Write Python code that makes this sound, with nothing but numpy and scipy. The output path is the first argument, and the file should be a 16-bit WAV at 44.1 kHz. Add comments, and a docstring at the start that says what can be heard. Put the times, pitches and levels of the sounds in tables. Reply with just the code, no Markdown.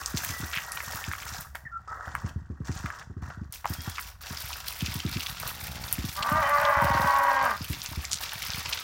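"""Gravel grinds, crackles and snaps up close as a cow and her calf shuffle round a corral.
Hooves drag the stones against each other, dull thumps shake the microphone, a bird whistles far off.
Then the cow hums low through her nose and pushes out one long, hoarse moo: rough vocal-fold pulses
ring her throat and break from register to register, with a second, shrill vibration riding on top."""
import sys
import numpy as np
from scipy import signal
from scipy.fft import rfft, irfft
from scipy.io import wavfile
from scipy.ndimage import uniform_filter1d

SR = 44100
rng = np.random.default_rng(int(sys.argv[2]) if len(sys.argv) > 2 else 0)


def dump_mix(stems):
    """Bounce the given channels to the path in sys.argv[1] as a 16-bit WAV at rate SR."""
    frames = np.atleast_2d(stems).T  # one column per channel
    limited = np.clip(frames, -1, 1)  # hard clip at full scale
    pcm = np.round(limited * 32767).astype(np.int16)
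    wavfile.write(sys.argv[1], SR, pcm)


N = 389403
TIME = np.arange(N) / SR

# open-air bed: f/Hz, level/dB
AIR_EQ = [(25, -8.5), (70, 17), (200, -18.5), (400, -27), (1500, -33), (3000, -69), (16000, -49)]
# rumble on the microphone: t/s, level/dB
RUMBLE_LEVELS = [(1.3, -49), (1.6, -55), (2.2, -46.5), (4.3, -52), (5.5, -46), (8.2, -52), (8.7, -49)]
# distant bird: t/s, length/s, first f/Hz, last f/Hz, level/dB, roughness/0-1
WHISTLES = [(0.247, 0.92, 1985, 1791, -47.5, 0.35), (1.651, 0.03, 1980, 1730, -38, .7),
            (1.714, 0.063, 1353, 1367, -37.5, 0.65), (1.876, 0.09, 1305, 1290, -38.5, 0.8),
            (3.76, .2, 3220, 3360, -52, .4)]
# dull thumps: t/s, level/dB
THUMPS = [(.141, -23.5), (.297, -31), (0.399, -33), (0.429, -27.5), (0.876, -38), (0.944, -35),
          (1.078, -28), (2.073, -33), (2.243, -22.5), (2.359, -23), (2.499, -26.5), (2.603, -26),
          (2.692, -23.5), (2.841, -26), (3.098, -32), (3.165, -29.5), (3.222, -29.5), (3.373, -32),
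          (3.412, -29), (3.702, -25), (3.784, -31.5), (3.874, -26), (4.305, -32), (4.823, -22),
          (4.882, -29), (4.954, -26), (5.049, -21), (5.158, -26), (5.984, -24.5), (6.041, -25),
          (6.315, -23.5), (6.35, -26.5), (6.768, -28), (6.82, -24.5), (6.843, -23), (6.902, -23),
          (6.947, -24), (6.995, -26), (7.042, -27), (7.607, -28.5), (7.699, -23), (7.914, -33),
          (7.973, -24.5), (8.578, -32.5)]

# a hoof bears down and drags: t/s, length/s, grind level/dB, crunch level/dB
HOOF_DRAGS = [(0, 1.43, -44.5, -44.5), (0.164, 0.14, -43, -37.5), (1.549, 0.0076, -42.5, -49.5),
              (1.875, 0.17, -42.5, -61), (2.025, 0.27, -46.5, -55), (2.646, 0.16, -48.5, -47.5),
              (2.828, 0.18, -43.5, -51.5), (3.219, 0.11, -48.5, -58.5), (3.523, 0.027, -60, -44),
              (3.66, 0.43, -51, -46.5), (3.844, 0.039, -46, -48.5), (4.208, 6.5, -49, -44.5),
              (4.668, 0.48, -67, -47), (5.399, 0.11, -45.5, -43.5), (8.206, 0.6, -48, -41.5)]
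# tone of grinding stones, crunching pebbles and fizzing grit: f/Hz, level/dB
GRIND_EQ = [(200, -14), (450, -5), (700, -4), (1450, 4.5), (1950, 1.5), (2600, -57), (5000, -28),
            (9000, -62)]
CRUNCH_EQ = [(450, -8), (700, -5.5), (2000, -0.5), (3200, -3), (5500, -1), (7200, -4.5), (10000, -14),
             (16000, -66)]
FIZZ_EQ = [(5000, -25), (8500, -5), (11000, -3.5), (14000, 0), (15800, -1.5), (16300, -20)]
# ring of the stones underfoot: t/s, f/Hz
STONE_RING = [(2.8, 6750), (5.1, 3780), (5.9, 4560), (8.7, 3980)]
# high gritty fizz relative to the crunch; it goes dull from about 1.6 to 3.5 s: t/s, level/dB
FIZZ_LEVELS = [(1.57, -4), (1.7, -15), (3.45, -17), (3.55, -3), (5, -5), (6.3, -1.5), (8.3, -7)]
# hoof scuffs: t/s, length/s, level/dB, centre f/Hz
SCUFFS = [(0.526, 0.08, -31.5, 2290), (0.772, 0.0086, -30, 1990), (1.118, 0.047, -36.5, 1600),
          (1.223, 0.011, -34, 2080), (3.013, .012, -37.5, 1400), (3.3, 0.015, -38, 1120),
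          (3.642, 0.046, -33, 1160), (3.969, 0.035, -34.5, 1720), (4.861, 0.0075, -27.5, 3250),
          (5.127, 0.019, -30, 3800), (5.167, 0.0051, -29, 3120), (5.195, 0.023, -32.5, 3440),
          (5.266, 0.0041, -27.5, 3450), (5.289, 0.0085, -32, 3000), (6.225, 0.01, -26, 3380),
          (6.649, .013, -30, 3150), (8.109, 0.051, -26, 5700), (8.72, 0.028, -28.5, 3530)]
# stones snapping: t/s, dry peak level/dB, centre f/Hz
SNAPS = [(.0605, -11, 5700), (.1725, -13, 4000), (.584, -17, 1800), (.72, -15, 7900), (.804, -20, 1600),
         (1.041, -21, 2600), (1.115, -20, 1400), (1.555, -24, 1800), (2.152, -14, 1250), (2.861, -22, 1800),
         (2.903, -21, 1400), (3.525, -22, 10500), (3.656, -19, 1000), (4.683, -18, 4000),
         (4.861, -19, 5300), (5.263, -18, 3300), (5.927, -4, 12000), (7.818, -18, 4500), (7.861, -17, 5300),
         (8.052, -17, 5300), (8.504, -15, 4000), (8.535, -17, 4000)]

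# closed-mouth hum: t/s, pitch f/Hz, level/dB
HUM_CURVE = [(5.4, 58.7, -57), (5.801, 61.46, -45.5), (6.15, 63.9, -61)]
# tone of the nose and of the throat: f/Hz, level/dB
NOSE_EQ = [(60, -12), (125, 11.5), (350, -6), (860, 5), (1100, -52)]
THROAT_EQ = [(150, -27.5), (260, -19), (350, -52), (500, -14), (570, 1), (700, -2.5), (930, 4.5),
             (1170, 5.5), (1330, -7.5), (1520, 7), (1710, -5.5), (1880, 2), (2200, -11.5), (3200, -23.5),
             (6000, -75)]
# upper throat resonances that ring when she strains: f/Hz, width/Hz, level/dB
BRASS_FORMANTS = [(1860, 110, 6), (2040, 80, 5), (2433, 85, 0), (3100, 83, -6)]
# registers the voice breaks into:
# t/s, top pitch f/Hz, second oscillator/pitch, roughness/0-1, sideband level/dB, brass level/dB
REGISTERS = [(6.13, 290, 4.15, .9, -15, -28), (6.3, 322, 3.74, .25, -12, -19), (6.42, 279, 4, .25, -8, -8),
             (6.475, 285, 4.4, .9, -6, -13), (6.505, 291, 3.99, .08, -13, -14),
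             (6.57, 287, 3.7, .58, -2, -14), (6.81, 278, 3.4, .58, -7, -20),
             (7.02, 277, 3.53, .42, -1, -21), (7.3, 269, 3.55, .47, -7, -21),
             (7.44, 255, 4.68, .7, -9, -20)]
# lines around the second oscillator: offset/half-pitch steps, level/dB
SIDEBANDS = [(-3, -8), (-1, -10), (1, 0), (2, -12), (4, -6)]

EDGE_HZ = 16300
MOO_START_S, MOO_END_S, BUILD_S, LET_GO_S = 6.14, 7.61, .26, .17  # one push: build, hold, let go


def gain_of(db):
    """Decibels to amplitude."""
    return 10 ** (np.asarray(db) / 20)


def unit_rms(x):
    """Scales to rms 1."""
    return x / np.sqrt(np.mean(x ** 2) + 1e-20)


def follow(rows, t):
    """Reads each column of a breakpoint curve at t."""
    s, *columns = np.transpose(rows)
    return [np.interp(t, s, c) for c in columns]


def add(mix, s, sound):
    """Mixes a sound in at s seconds."""
    part = mix[max(round(s * SR), 0):][:len(sound)]
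    part += sound[:len(part)]


def eq(x, points):
    """Minimum-phase EQ through the (f/Hz, level/dB) points."""
    f, db = np.transpose(points)
    hz = abs(np.fft.fftfreq(4096, 1 / SR))
    log_gain = np.log(gain_of(np.interp(np.log(hz + 1), np.log(f), db)))
    taps = np.fft.ifft(np.exp(np.conj(signal.hilbert(log_gain)))).real
    return signal.oaconvolve(x, taps[:len(taps) // 2])[:len(x)]


def band(x, lo_hz, hi_hz, order=2):
    """Band-pass."""
    sos = signal.butter(order, [lo_hz, min(hi_hz, SR / 2 - 100)], "band", fs=SR, output="sos")
    return signal.sosfilt(sos, x)


def wander(size, rate_hz):
    """Smooth random modulation of rms 1."""
    hz = np.fft.rfftfreq(size, 1 / SR)
    return unit_rms(irfft(rfft(rng.standard_normal(size)) / (1 + (hz / rate_hz) ** 2), size))


def resonate(x, hz, width_hz):
    """A moving resonance of gain 1."""
    turn = np.exp(2j * np.pi * np.cumsum(hz) / SR)
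    pole = np.exp(-np.pi * width_hz / SR)
    return 2 * (turn * signal.lfilter([1 - pole], [1, -pole], x / turn)).real


def yard(x, wet_db, t60):
    """Short reverb: scatter from the ground, the earth bank and the walls."""
    t = TIME[:SR // 2]
    echoes = rng.standard_normal(len(t)) * (rng.random(len(t)) < .1)
    tail = echoes * gain_of(-60 * t / t60) * (t > .002)
    return x + gain_of(wet_db) * signal.oaconvolve(x, tail / np.linalg.norm(tail))[:len(x)]


def air():
    """A faint open-air bed, with spells of small, rumbling knocks on the microphone."""
    knocks = rng.uniform(-1, 1, N) * (rng.random(N) < 26 / SR)
    lumps = unit_rms(knocks) + .35 * rng.standard_normal(N)
    spells = unit_rms(gain_of(6 * np.clip(wander(N, rate_hz=9), -2, 1)))
    rumble = unit_rms(band(lumps, 46, 160, order=3)) * gain_of(follow(RUMBLE_LEVELS, TIME)[0]) * spells
    return gain_of(-51) * unit_rms(eq(rng.standard_normal(N), AIR_EQ)) + rumble


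def bird():
    """Thin gliding whistles and short rough notes from far away."""
    out = np.zeros(N)
    for s, length, first_hz, last_hz, db, rough in WHISTLES:
        size = int(length * SR)
        hz = np.linspace(first_hz, last_hz, size) * (1 + .035 * rough * wander(size, rate_hz=150))
        envelope = gain_of(db + 3 * wander(size, rate_hz=25)) * signal.windows.tukey(size, .2)
        add(out, s, envelope * np.sin(2 * np.pi * np.cumsum(hz) / SR))
    return yard(out, wet_db=-7, t60=.2)


def thumps():
    """Blunt pushes on the microphone, each with a little scrape and a ring that dives into the bass."""
    out, t = np.zeros(N), TIME[:SR // 5]
    swell = (1 - np.exp(-t / .002)) ** 2 * (np.exp(-t / .016) + .057 * np.exp(-t / .098))
    for s, db in THUMPS:
        start_hz, rest_hz = 295 * rng.uniform(.67, 1.26), 72 * rng.uniform(.89, 1.104)
        dive_s = rng.uniform(.0034, .0077)
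        turns = np.cumsum(rest_hz + (start_hz - rest_hz) * np.exp(-t / dive_s)) / SR
        scrape = rng.uniform(.08, .3) * unit_rms(band(rng.standard_normal(len(t)), 130, 320, order=3))
        add(out, s, gain_of(db) * swell / swell.max() * (scrape - np.sin(2 * np.pi * turns)))
    return out


def hoof_pressure():
    """Grind and crunch levels in dB: stones catch at once, hold, and settle as the weight comes off."""
    bite_s, settle_db_per_s = .00036, 392
    power = gain_of([[-62], [-73]]) ** 2 * np.ones(N)  # grind and crunch under standing hooves
    for s, length, *levels_db in HOOF_DRAGS:
        t = np.arange(0, length + .5, 1 / SR)
        envelope = np.minimum(t / bite_s, 1) * gain_of(-settle_db_per_s * np.maximum(t - length, 0))
        for layer, db in zip(power, levels_db):
            add(layer, s, (gain_of(db) * envelope) ** 2)
    return 10 * np.log10(power)


def grains(per_s, spread_db, clump_db, wash_db, centre_hz):
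    """Tiny stone contacts in clumps, each stone size with its own short ring, over a smooth wash."""
    hit_db = spread_db * np.minimum(rng.exponential(1, N), 4)
    hit_db += clump_db * np.clip(wander(N, rate_hz=100), -2, 2)
    clicks = gain_of(hit_db) * rng.choice([-1, 1], N) * (rng.random(N) < per_s / SR)
    stone_size = rng.integers(0, 20, N)
    out, t = np.zeros(N), TIME[:SR // 100]
    attack = 1 - np.exp(-t / .0005)
    for k, hz in enumerate(np.minimum(centre_hz * np.geomspace(.5, 2, 20), EDGE_HZ)):
        ring = np.sin(2 * np.pi * hz * t) * np.exp(-t * hz / 2)
        scratch = .32 * rng.standard_normal(len(t)) * np.exp(-t / .0027)
        out += signal.oaconvolve(clicks * (stone_size == k), unit_rms((ring + scratch) * attack))[:N]
    return unit_rms(out) + gain_of(wash_db) * rng.standard_normal(N)


def gravel():
    """Coarse stones grind, pebbles crunch, grit fizzes; one jerky hoof pressure drives them all."""
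    grind_db, crunch_db = hoof_pressure()
    fizz_db = crunch_db + follow(FIZZ_LEVELS, TIME)[0]
    jerk = np.clip(wander(N, rate_hz=23), -2, 2)
    stones = grains(per_s=900, spread_db=2.5, clump_db=4.5, wash_db=1.5, centre_hz=1290)
    pebbles = grains(per_s=520, spread_db=3.7, clump_db=2, wash_db=-6, centre_hz=4330)
    grit = grains(per_s=580, spread_db=6, clump_db=-.5, wash_db=-12, centre_hz=11840)
    pebbles = eq(pebbles, CRUNCH_EQ)
    ring = resonate(pebbles, follow(STONE_RING, TIME)[0], width_hz=3950)
    grind = unit_rms(eq(stones, GRIND_EQ)) * gain_of(grind_db + 1.4 * jerk)
    crunch = unit_rms(pebbles + 10 * ring) * gain_of(crunch_db + 1.7 * jerk)
    fizz = unit_rms(eq(grit, FIZZ_EQ)) * gain_of(fizz_db + 3.2 * jerk)
    return yard(grind + crunch + fizz, wet_db=-7.5, t60=.31)


def scuffs():
    """A hoof shoves a handful of stones at once: a short, rattling band of noise."""
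    out, spread = np.zeros(N), .38  # half-width / centre
    for s, length, db, hz in SCUFFS:
        u = TIME[:int(2 * length * SR)] / length
        rattle = rng.standard_normal(len(u)) * gain_of(6.1 * wander(len(u), rate_hz=170))
        rattle = unit_rms(band(rattle, hz * (1 - spread), hz * (1 + spread)))
        envelope = (1 - np.exp(-u / .041)) * np.exp(-u ** 2 * 1.13)
        add(out, s, gain_of(db) * rattle * envelope)
    return out


def snaps():
    """A stone cracks against another and settles for a few milliseconds."""
    out, t = np.zeros(N), TIME[:SR // 20]
    for s, db, hz in SNAPS:
        crack = .3 * rng.standard_normal(len(t)) * (np.exp(-t / .0007) + .22 * np.exp(-t / .006))
        crack[0] = 2  # hard transient
        snap = band(crack, hz / 1.35, hz * 1.4) + .04 * crack
        add(out, s, gain_of(db) * snap / abs(snap).max())
    return yard(out, wet_db=-9, t60=.12)


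def hum():
    """Slow, even fold pulses heard through the nose, creeping up in pitch towards the moo."""
    t = np.arange(HUM_CURVE[0][0], HUM_CURVE[-1][0], 1 / SR)
    hz, db = follow(HUM_CURVE, t)
    turns = np.cumsum(hz * (1 + .0033 * wander(len(t), rate_hz=20))) / SR
    tone = sum(gain_of(follow(NOSE_EQ, k * hz)[0]) * np.cos(2 * np.pi * k * turns) for k in range(1, 19))
    out = np.zeros(N)
    add(out, t[0], gain_of(db) * unit_rms(tone) * signal.windows.tukey(len(t), .2))
    return out


def eased(u):
    """A smooth step from 0 to 1 as u goes from 0 to 1."""
    return np.sin(np.pi / 2 * np.clip(u, 0, 1)) ** 2


def moo_controls(t):
    """Strain lifts pitch and level; the pitch sags within a register and the folds rasp at each break."""
    slack_pitch, slack_rough, slack_db = .66, .7, -15  # with no strain; pitch as a share of the top
    sag_per_s, steady_s, slip_s = .06, .1, .016
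    strain = eased((t - MOO_START_S) / BUILD_S) * eased((MOO_END_S - t) / LET_GO_S)
    breaks = [row[0] for row in REGISTERS[1:]]
    entry_s, top_hz, ratio, rough, sideband_db, brass_db = np.array(REGISTERS)[np.searchsorted(breaks, t)].T
    sag = sag_per_s * (t - entry_s)
    hz = top_hz * (1 - sag) * (slack_pitch + (1 - slack_pitch) * strain)
    second_hz = ratio * top_hz * (1 - sag / 2)
    to_break_s = np.min([abs(t - s) for s in breaks + [MOO_END_S - LET_GO_S]], axis=0)
    rough = rough + .17 * np.exp(-to_break_s / steady_s)
    rough = np.clip(slack_rough + (rough - slack_rough) * strain ** 2, 0, 1)
    fade = eased(1 - 2 * (MOO_END_S - t) / LET_GO_S)
    effort_db = -21.4 + slack_db * (1 - strain) - 3 * rough - 18 * fade
    controls = np.array([hz, second_hz, rough, sideband_db, brass_db, effort_db])
    return uniform_filter1d(controls, int(slip_s * SR), axis=1)


def vocal_folds(buzz, turns, rough):
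    """Buzzing pulses, with chaotic slaps and a puff of noise about every second cycle."""
    size = len(turns)
    slaps = np.diff(np.floor(turns / 2 + .3 * wander(size, rate_hz=70)), prepend=0) > 0
    puffs = (.27 + np.exp(-(turns / 2 % 1))) * rng.standard_normal(size)
    rasp = unit_rms(unit_rms(slaps - slaps.mean()) + unit_rms(puffs))
    # the folds flutter unevenly, about every fourth cycle
    flutter = 1 + .45 * np.cos(2 * np.pi * (turns / 4 + .25 * wander(size, rate_hz=25)))
    return (.42 * buzz + (.1 + .75 * rough) * rasp) * flutter


def throat(drive, buzz, buzz_hz, second_hz, brass_db):
    """The throat never holds still: drifting resonances colour the folds, brassier as she strains."""
    drift = 1 + .013 * wander(len(drive), rate_hz=5.8)
    body = eq(drive, THROAT_EQ)
    shrill = np.interp(buzz_hz, [225, 265], [2, .4]) * resonate(body, second_hz * drift, width_hz=90)
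    octave = 1.4 * resonate(body, 2.07 * buzz_hz, width_hz=30)
    brass = sum(gain_of(db) * resonate(resonate(drive + buzz, f * drift, width), f * drift, width)
                for f, width, db in BRASS_FORMANTS)
    return unit_rms(body + shrill + octave) + gain_of(brass_db) * unit_rms(brass)


def second_oscillator(hz, fold_turns, rough, sideband_db):
    """A shrill vibration that comes and goes, beating with the folds into wavering sidebands."""
    size = len(hz)
    turns = np.cumsum(hz * (1 + .012 * rough * wander(size, rate_hz=70))) / SR
    lines = np.cos(2 * np.pi * turns)
    for k, db in SIDEBANDS:
        level = gain_of(db + sideband_db + 6 * rough * wander(size, rate_hz=25))
        lines += level * np.cos(2 * np.pi * (turns + k * fold_turns / 2 + rng.random()))
    waver_db = 2 * np.clip(wander(size, rate_hz=22), -2, 1)
    return unit_rms(lines * gain_of(waver_db))


def moo():
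    """One long call: hoarse folds through the throat, the shrill second oscillator and a chest tone."""
    t = np.arange(MOO_START_S, MOO_END_S, 1 / SR)
    hz, second_hz, rough, sideband_db, brass_db, effort_db = moo_controls(t)
    turns = np.cumsum(hz * (1 + .006 * rough * wander(len(t), rate_hz=35))) / SR
    ragged = turns + .035 * rough * wander(len(t), rate_hz=90)
    buzz = unit_rms(sum(np.cos(2 * np.pi * k * ragged) for k in range(1, 20)))
    hoarse = throat(vocal_folds(buzz, turns, rough), buzz, hz, second_hz, brass_db)
    shrill = second_oscillator(second_hz, turns, rough, sideband_db)
    # steadier folds let the shrill lines and the chest octave ring out of the rasp
    clean = np.clip(1 - .78 * rough, 0, 1)
    octave = .2 * clean * np.cos(4 * np.pi * ragged)
    # the chest tone shows at low pitch, as the call opens and closes
    chest = gain_of(np.interp(hz, [200, 267, 285], [-17, -31, -38])) * np.cos(2 * np.pi * turns)
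    voice = np.sqrt(1 - .7 * clean ** 2) * hoarse + clean * shrill + chest + octave
    out = np.zeros(N)
    add(out, t[0], gain_of(effort_db) * voice * signal.windows.tukey(len(t), .08))
    return yard(out, wet_db=-9, t60=.25)


def scene():
    """The mono mix of cow, hooves and background."""
    return (hum() + moo() + gravel() + snaps() + scuffs() + thumps() + air() + bird())[None]


def record(dry):
    """A steep low-pass trims the very top."""
    low_pass = signal.firwin(511, EDGE_HZ, window=("kaiser", 9), fs=SR)
    return signal.oaconvolve(dry, low_pass[None], "same")


dry = scene()
out = record(dry)
dump_mix(out)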